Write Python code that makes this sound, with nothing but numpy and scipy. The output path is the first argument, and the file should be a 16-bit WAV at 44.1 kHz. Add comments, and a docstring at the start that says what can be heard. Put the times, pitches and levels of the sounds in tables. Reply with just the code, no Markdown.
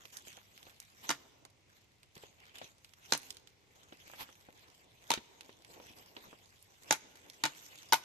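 """Stick against a palm trunk

Open scrub, a stereo microphone a few metres from a palm. A long dry stick strikes the trunk six times:
each blow cracks the bark, thuds in the trunk and rings the stick, which whips back and slaps twice more.
The near brush and far trees answer. Off to the right, feet shift in dry grass, twigs snap and the stick
swishes through the air, all over a faint distant rumble."""
import sys
import numpy as np
from scipy import signal
from scipy.fft import rfft, irfft, next_fast_len
from scipy.io import wavfile
from scipy.ndimage import uniform_filter1d, map_coordinates

SR = 44100
rng = np.random.default_rng(int(sys.argv[2]) if len(sys.argv) > 2 else 0)


def transcribe(u):
    """Save the signal u as a 16-bit wav file named by the first command-line argument.

    u: samples, shape (n,) or (channels, n), limited to [-1, 1]; the rate is SR.
    q: integer samples, one column per channel.
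    """
    v = np.clip(np.atleast_2d(u).T, -1, 1)
    q = np.round(v * 32767).astype(np.int16)
    wavfile.write(sys.argv[1], SR, q)


N = 354563
T = np.arange(SR // 4) / SR  # time axis of one short event, s

# left-right likeness at the microphone, for diffuse and for direct sound: frequency_hz, likeness
DIFFUSE = [(60, 0.46), (200, 0.72), (600, 0.37), (1300, 0.84), (3000, 0.048), (10000, 0.2)]
DIRECT = [(100, 0.98), (400, 0.9), (1200, 0.25), (4000, 0.4), (10000, 0.03)]
# balance of sound from the right, and of the bark's crack: frequency_hz, right_minus_left_db
SIDE_BALANCE = [(200, 0.0), (1500, 0.5), (4000, 5.0), (12000, 5.5)]
BARK_BALANCE = [(300, 2), (2000, -3), (3500, 0.5), (5500, 4), (12000, 4)]

# spectra of the noisy sources and of the two echoes: frequency_hz, density_db
AIR_COLOUR = [(12, -34), (20, -8), (95, 10), (346, -8.5), (1650, -15.5), (2060, -6.5), (4430, -12.5),
              (6320, -14), (9800, -25.5), (12500, -37), (14000, -50.5)]
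SCUFF_COLOUR = [(120, -7.5), (250, 1), (380, 3.5), (800, 1), (1100, -0.5), (1600, -59), (3000, -49)]
GRASS_COLOUR = [(600, -0.5), (1300, 4), (2300, 5.5), (3500, 5.5), (5000, -3.5), (8000, -35.5)]
LEAF_COLOUR = [(2500, -18), (4500, -0.5), (6400, 3), (8000, -1.5), (9800, -14), (12000, -0.5), (14000, -6)]
BARK_COLOUR = [(100, -23), (300, -6.5), (700, 2.5), (1200, 2), (2200, 0.5), (3300, -1.5), (5200, -2.5),
               (6600, 0.5), (7800, -5.5), (9800, -11.5), (12000, -9.5), (14000, -16)]
SWISH_COLOUR = [(200, -5.5), (500, -10.5), (850, 3.0), (1400, -2.5), (3000, -2.5), (7000, -15),
                (10000, -19.0), (13000, -5.5)]
BRUSH_COLOUR = [(200, -21.5), (2500, 6.0), (12000, -5.0)]
TREES_COLOUR = [(100, -12.0), (400, 11.5), (650, -3.5), (900, 7.0), (1500, 8), (3000, 9.0), (12000, 5.5)]
# decay of the scatter from the near brush and the far trees: frequency_hz, t60_s
BRUSH_DECAY = [(200, 0.39), (900, 0.14), (3000, 0.1), (7000, 0.12), (12000, 0.14)]
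TREES_DECAY = [(100, 0.37), (400, 5.7), (900, 0.83), (1500, 1.07), (6000, 1.1), (12000, 0.43)]

# Levels in the tables below are relative within a column; each source adds its own gain.
# brush that never quite settles between strides: time_s, low_rustle_db, high_rustle_db
BRUSH_STIR = [(0.0, -73, -66), (1.03, -78, -71.5), (1.21, -64.5, -68), (1.48, -73.5, -83.5),
              (1.99, -81, -81), (2.44, -70.5, -74), (2.98, -81, -73.5), (3.24, -65, -64.5),
              (3.52, -76.5, -82), (4.16, -69, -61.5), (4.43, -72, -72), (6.0, -66.5, -70), (6.67, -75, -70),
              (7.12, -65.5, -70), (7.75, -71.5, -61), (8.04, -65, -65.5)]
# a foot drags through the brush: start_s, length_s, scuff_db, grass_db, leaf_db
FOOT_DRAGS = [(0.12, 0.047, -81, -59, -57.5), (0.247, 0.059, -67, -58, -59.5),
              (0.623, .06, -78, -63.5, -66), (1.676, 0.11, -86, -71, -74), (2.146, 0.11, -71.5, -61, -64.5),
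              (2.38, 0.11, -82, -63.5, -94), (2.537, 0.12, -71, -59, -63.5),
              (3.215, 0.051, -83, -65, -57.5), (3.75, 0.032, -70.5, -68, -67),
              (4.034, 0.071, -72, -71, -72), (4.547, 0.093, -75, -64.5, -75),
              (5.69, 0.21, -63, -61.5, -64.5), (5.964, 0.037, -68, -58, -65),
              (6.149, 0.17, -68.5, -59, -65), (7.538, 0.11, -73, -83, -59)]
# footfalls and dull taps on sandy ground: start_s, level_db, crunch_db, pitch_hz
FOOTFALLS = [(0.047, -48.5, -13, 408), (0.267, -47.5, 4.5, 354), (0.371, -47.5, -20, 590),
             (0.663, -48, 5, 525), (1.447, -47.5, -4, 684), (2.162, -45, 3, 195), (2.232, -45.5, 1, 410),
             (2.611, -37.5, 2, 360), (3.92, -45, 6, 362), (4.095, -48, -12, 900), (4.131, -41.5, -13, 920),
             (4.286, -48, -22, 770), (4.483, -46.5, -12, 440), (5.171, -37.5, 7, 226), (5.489, -48, 7, 422),
             (5.796, -45, 1, 493), (6.162, -38.5, 4, 404), (6.325, -44, -16, 584)]
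# twigs and bits of bark snapping: start_s, level_db, pitch_hz
TWIG_SNAPS = [(0.0505, -37, 2500), (0.166, -29.5, 6500), (0.5734, -41, 2520), (0.6253, -41, 2710),
              (0.7973, -33.5, 5970), (1.4473, -40.5, 4800), (2.0279, -45.5, 2750), (2.451, -48.5, 2720),
              (2.58, -35, 2380), (2.8424, -40, 2700), (2.9324, -44, 2830), (3.1725, -30, 8700),
              (3.3013, -28, 4000), (3.3653, -38.5, 3330), (3.4694, -42, 3150), (4.227, -44, 3240),
              (5.4051, -36, 2520), (5.644, -40.5, 2610), (6.622, -43, 10600), (7.152, -40, 3100),
              (7.2956, -36.5, 3900)]
# the stick rushing through air and grass: centre_s, level_db, half_length_s
STICK_SWINGS = [(1.048, -46.5, 0.011), (4.214, -40, 0.018)]

# modes of the wood: pitch_hz, level_db, t60_s
TRUNK_MODES = [(139.6, -5, 0.19), (169, -0.5, 0.055), (288, 1.5, 0.13), (351, 0.5, 0.061),
               (446, -25, 0.046), (660, -1, 0.048)]  # the fibrous trunk
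STICK_MODES = [(780, -16, 0.069), (906, 4.5, 0.07), (1050, -14.5, 0.12)]  # the stick's main ring, damped by the hand
STICK_OVERTONES = [(1410, -6, 0.0069), (1463, -2, 0.085), (1590, -12, 0.043), (1915, -17.5, 0.21),
                   (2125, -1.5, 0.025), (2980, -7.5, 0.059), (3350, -12.5, 0.035), (3820, 3.5, 0.012)]  # their strength depends on where along the stick the blow lands
# the stick strikes the trunk; the grip scales its pitch:
# start_s, crack_db, thud_db, ring_db, overtone_db, spot_hz, spot_lift_db, grip_ratio, downswing_db
STRIKES = [(1.092, -22.5, -41, -48, -35, 5900, 6, 0.97, -52),
           (3.123, -15, -39.5, -46.5, -48, 4530, 9.5, 1, -54.5),
           (5.1045, -17, -38, -33.5, -51, 449, 17, 1.016, -61.5),
           (6.909, -13.5, -40, -36.5, -39.5, 5650, 8, 0.98, -54.5),
           (7.438, -18, -42.5, -42, -35, 3940, 4.5, 0.985, -86),
           (7.9242, -15.5, -43.5, -29.5, -27, 4870, 11.5, 1.005, -73)]
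# the stick whips back after each blow, with losses per rebound:
# first_flight_s, next_flight_ratio, crack_loss_db, wood_loss_db, slap_hz, slap_lift_db
REBOUNDS = [(0.012, .62, 0.3, 2.5, 2500, -3), (.012, 1.25, 7.5, 5, 8300, 2),
            (.0115, 1.9, 2.5, 11.5, 3400, 9), (0.016, .31, 7, 6, 11000, 9), (.0159, 0.41, 5, 2.5, 1000, 4),
            (.0081, 1.1, 2, 3.5, 11700, 11)]
# overtones at each contact, strongest on the first rebound, at the springy tip: offset_db
CONTACT_OVERTONES = [0, 3, -15.5]


def amp(db):
    """Decibels to gain."""
    return 10 ** (np.asarray(db) / 20)


def unit(x):
    """Scale to rms 1."""
    return x / np.sqrt(np.mean(x ** 2) + 1e-20)


def along(points, hz):
    """Read (frequency_hz, value) points on a log axis."""
    knots_hz, values = np.transpose(points)
    return np.interp(np.log(hz + 1), np.log(knots_hz + 1), values)


def fade(t, t60):
    """Exponential decay that loses 60 dB in t60."""
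    return np.exp(-np.log(1000) * t / t60)


def wobble(rate):
    """A smooth random curve, rate knots a second."""
    return map_coordinates(rng.standard_normal(int(N * rate / SR) + 4), [np.arange(N) * rate / SR])


def add(track, start_s, sound):
    """Mix a sound into a track."""
    start = max(round(start_s * SR), 0)
    track[:, start:start + sound.shape[1]] += sound[:, :max(N - start, 0)]


def filtered(x, response):
    """Apply a frequency response to x."""
    size = x.shape[-1]
    padded = next_fast_len(size + 2048, real=True)
    return irfft(rfft(x, padded) * response(np.fft.rfftfreq(padded, 1 / SR)), padded)[..., :size]


def stereo(pair, colour, likeness):
    """Two unrelated signals become a coloured, partly alike stereo pair of rms 1."""
    def response(hz):
        turn = np.arccos(np.clip(along(likeness, hz), -1, 1)) / 2
        return amp(along(colour, hz)) * [np.cos(turn), np.sin(turn)]
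    mid, side = filtered(pair, response)
    return unit(np.array([mid + side, mid - side]))


def noise(colour, likeness, size=len(T)):
    """Coloured stereo noise of rms 1."""
    return stereo(rng.standard_normal((2, size)), colour, likeness)


def crackle(per_second, spread_db, size=len(T)):
    """Dry fibres giving way: a hiss with sparse fractures of varying size, two channels of rms 1."""
    happens = rng.random(size) < per_second / SR
    fractures = happens * amp(spread_db * np.clip(rng.standard_normal(size), -2, 2))
    bursts = signal.fftconvolve(fractures, fade(T[:256], 0.0012))[:size]
    return unit((1.2 + 0.43 * unit(bursts)) * rng.standard_normal((2, size)))


def distant_air():
    """The faint, diffuse rumble of open country."""
    return amp(-70) * noise(AIR_COLOUR, DIFFUSE, N)


def foot_drag(length_s, attack_s=0.004, release_t60_s=0.32):
    """Envelope of one push through the brush: stalks bend quickly and spring back slowly."""
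    t = np.arange(SR) / SR
    return (1 - np.exp(-t / attack_s)) * fade(np.maximum(t - length_s, 0), release_t60_s)


def movement(downswing_rise_s=0.061):
    """Gains of ground scuff, dry grass and leaf hiss: a slow stir, plus each drag and downswing."""
    t = np.arange(N) / SR
    knots_s, *levels = np.transpose(BRUSH_STIR)
    low_db, high_db = [np.interp(t, knots_s, level) for level in levels]
    power = amp([low_db - 1, high_db + 2, high_db + 0.5]) ** 2
    for start_s, length_s, *layer_db in FOOT_DRAGS:
        add(power, start_s, np.outer(amp(layer_db), foot_drag(length_s)) ** 2)
    swell = np.exp((T - T[-1]) / downswing_rise_s)
    for strike_s, *_, db in STRIKES:
        add(power, strike_s - T[-1], np.outer(amp([db - 7, db, db - 0.5]), swell) ** 2)
    return np.sqrt(power)


def patchy(x, depth_db):
    """Different stalks sound at different moments, so the colour keeps shifting."""
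    spectra = signal.stft(x, nperseg=512)[2]
    patches = uniform_filter1d(rng.standard_normal(spectra.shape[1:]), size=12, axis=0)
    patches = uniform_filter1d(patches, size=7, axis=1)
    return unit(signal.istft(spectra * amp(depth_db * unit(patches)), nperseg=512)[1][:, :N])


def rustle(scuff_gain, grass_gain, leaf_gain):
    """Shifting feet scuff the ground and bend dry stalks, which give way in many tiny fractures."""
    bunches = amp(1.52 * wobble(70))  # stalks break in quick bunches
    fractures = patchy(crackle(per_second=100, spread_db=6.5, size=N), depth_db=4)
    scuff = scuff_gain * amp(2.5 * wobble(30)) * noise(SCUFF_COLOUR, DIFFUSE, N)
    grass = grass_gain * bunches * stereo(fractures, GRASS_COLOUR, DIFFUSE)
    leaves = leaf_gain * bunches * stereo(fractures[::-1], LEAF_COLOUR, DIFFUSE)
    return scuff + grass + leaves


def stalks(grass_gain, per_second=12):
    """Single dry stalks tick at random, the louder the more the grass is stirred."""
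    out = np.zeros((2, N))
    t = T[:2048]
    for when, pitch, force in rng.random((int(per_second * N / SR), 3)):
        hz = 2100 * 2.7 ** pitch
        tick = fade(t, 0.018) * noise([(hz / 4, -18), (hz, 0), (hz * 3, -12)], DIRECT, len(t))
        add(out, when * N / SR, grass_gain[int(when * N)] * amp(9 * (force + 0.5)) * tick)
    return out


def steps(heel_t60_s=0.0086, sole_t60_s=0.072):
    """The heel lands hard, then the sole settles into sand with a crunch of dead grass on top."""
    out = np.zeros((2, N))
    weight = (1 - np.exp(-T / 0.00032)) * (fade(T, heel_t60_s) + amp(-5.5) * fade(T, sole_t60_s))
    for start_s, db, crunch_db, hz in FOOTFALLS:
        colour = [(hz / 8, -24), (hz / 3, -10), (hz, 0), (hz * 2, -5), (hz * 4, -20), (hz * 10, -45)]
        thump = noise(colour, DIRECT)
        crunch = amp(crunch_db - 7) * stereo(crackle(per_second=450, spread_db=16), GRASS_COLOUR, DIFFUSE)
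        add(out, start_s + 0.004, amp(db - 1.5) * weight * (thump + crunch))
    return out


def twigs(splinter_span_s=0.056):
    """A twig breaks with a broad tick round its own pitch; fibres and three smaller snaps follow."""
    out = np.zeros((2, N))
    t = T[:1024]
    for start_s, db, hz in TWIG_SNAPS:
        colour = [(hz / 8, -24), (hz / 2, -9), (hz, 0), (hz * 2, -7), (hz * 4, -15)]
        tick = fade(T, 0.011) * noise(colour, DIRECT)
        fibres = amp(-11) * fade(T, 0.048) * stereo(crackle(per_second=160, spread_db=-2), colour, DIFFUSE)
        add(out, start_s + 0.004, amp(db - 4.5) * (tick + fibres))
        for late in rng.random(size=3):
            splinter = fade(t, 0.011) * noise(colour, DIRECT, len(t))
            add(out, start_s + 0.0033 + late * splinter_span_s, amp(db - 19 - 4.1 * late) * splinter)
    return out


def swishes():
    """The rush of a swing swells and dies with the speed of the stick's tip."""
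    out = np.zeros((2, N))
    for centre_s, db, half_length_s in STICK_SWINGS:
        speed = np.exp(-((T - T.mean()) / half_length_s) ** 2 / 2)
        rush = stereo(crackle(per_second=1800, spread_db=20), SWISH_COLOUR, DIFFUSE)
        add(out, centre_s - T.mean(), amp(db) * speed * rush)
    return out


def from_right(x, lag_s=0.0003124):
    """Sound from the right reaches the microphone's left port later, its treble shaded by the housing."""
    side = np.array([[-0.5], [0.5]])
    return filtered(x, lambda hz: np.exp(2j * np.pi * hz * lag_s * side)
                    * amp(along(SIDE_BALANCE, hz) * side))


def echo(x, decay, colour, size):
    """Vegetation scatters x: a diffuse tail, size samples long, each band dying at its own speed."""
    hz, t, spectra = signal.stft(noise(colour, DIFFUSE, size), SR, nperseg=256)
    tail = signal.istft(spectra * fade(t, along(decay, hz)[:, None]), SR, nperseg=256)[1]
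    tail *= 1 - np.exp(-np.arange(tail.shape[1]) / SR / 0.0017)  # the first scatter needs a few ms
    return signal.fftconvolve(x, tail / np.linalg.norm(tail[0]), axes=1)[:, :N]


def bark_crack(spot_hz, lift_db, lift_octaves=0.33, crush_s=0.0024):
    """Soft bark yields, snaps and keeps tearing, its colour lifted round the struck spot's pitch."""
    grid_hz = np.geomspace(60, 16000, 96)
    spot_db = lift_db * np.exp(-(np.log2(grid_hz / spot_hz) / lift_octaves) ** 2)
    colour = np.transpose([grid_hz, along(BARK_COLOUR, grid_hz) + spot_db])
    snap = amp(3.5) * fade(np.abs(T - crush_s), np.where(T < crush_s, 0.0053, 0.014))
    tearing = amp(-17) * fade(T, 0.13) * (T > crush_s)
    crack = snap * noise(colour, DIRECT)
    crack += tearing * stereo(crackle(per_second=210, spread_db=4), colour, DIRECT)
    return filtered(crack, lambda hz: amp(along(BARK_BALANCE, hz) * [[-0.5], [0.5]]))


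def wood_ring(modes, held_s, phase_rad, left_db, tuning=1):
    """Modes ring until the next contact damps them; the two ports hear them out of step and unequally."""
    hz, db, t60 = np.transpose(modes)[:, :, None]
    t = T[:4096]
    scatter_db = rng.standard_normal((len(modes), 1))
    sign = (-1) ** np.arange(len(modes))[:, None]  # neighbouring modes swing opposite ways
    attack = 1 - np.exp(-t / 0.00067)
    damping = fade(np.maximum(t - held_s, 0), 0.012)
    envelope = sign * amp(db + scatter_db) * fade(t, t60) * attack * damping
    phase = 2 * np.pi * hz * tuning * t
    pair = [amp(side * left_db) * (envelope * np.cos(phase - side * sign * phase_rad)).sum(0)
            for side in (1, -1)]
    return np.pad(pair, [(0, 0), (0, len(T) - len(t))])


def contacts():
    """Every blow lands once and rebounds twice, losing crack, thud and ring: one row per contact."""
    rows = []
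    for strike, rebound in zip(STRIKES, REBOUNDS):
        start_s, crack_db, thud_db, ring_db, overtone_db, *first_spot, grip, _ = strike
        flight_s, flight_ratio, crack_loss_db, wood_loss_db, slap_hz, slap_lift_db = rebound
        for bounce, offset_db in enumerate(CONTACT_OVERTONES):
            spot = (slap_hz, slap_lift_db / bounce) if bounce else first_spot
            rows.append((start_s, crack_db - bounce * crack_loss_db, thud_db - bounce * wood_loss_db,
                         ring_db - bounce * wood_loss_db, overtone_db + offset_db, *spot, grip))
            start_s += flight_s * flight_ratio ** bounce
    return rows


def blows():
    """Each contact crushes bark, thumps the trunk and rings the stick; brush and trees scatter it."""
    out = np.zeros((2, N))
    hits = contacts()
    gaps_s = np.diff(np.transpose(hits)[0], append=N / SR)
    for hit, held_s in zip(hits, gaps_s):
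        start_s, crack_db, thud_db, ring_db, overtone_db, spot_hz, lift_db, grip = hit
        crack = amp(crack_db - 4.5) * bark_crack(spot_hz, lift_db)
        thud = wood_ring(TRUNK_MODES, held_s, phase_rad=0.08, left_db=-1)
        ring = wood_ring(STICK_MODES, held_s, phase_rad=0.51, left_db=2.4, tuning=grip)
        overtones = wood_ring(STICK_OVERTONES, held_s, phase_rad=0.59, left_db=0.6, tuning=grip)
        wood = amp(thud_db - 1.5) * thud + amp(ring_db + 9.5) * ring + amp(overtone_db + 4) * overtones
        add(out, start_s - 0.0018, crack)  # the bark gives before the wood sounds
        add(out, start_s, wood)
        add(out, start_s, echo(amp(-10) * crack + amp(-14.5) * wood, BRUSH_DECAY, BRUSH_COLOUR, size=6144))
    return out + amp(-27.5) * echo(out, TREES_DECAY, TREES_COLOUR, size=SR)


def scene():
    """Blows a few metres ahead of the microphone, footwork to the right, quiet scrub all round."""
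    scuff_gain, grass_gain, leaf_gain = movement()
    footwork = twigs() + steps() + rustle(scuff_gain, grass_gain, leaf_gain)
    right_side = from_right(footwork + swishes() + stalks(grass_gain))
    return blows() + right_side + distant_air()


def record(dry, low_cut_hz=35, top_hz=13350):
    """The microphone thins the deep bass, and the treble ends steeply at the band limit."""
    thinned = filtered(dry, lambda hz: 1j * hz / (low_cut_hz + 1j * hz))
    return filtered(thinned, lambda hz: 1 / np.sqrt(1 + (hz / top_hz) ** 90))


dry = scene()
out = record(dry)
transcribe(out)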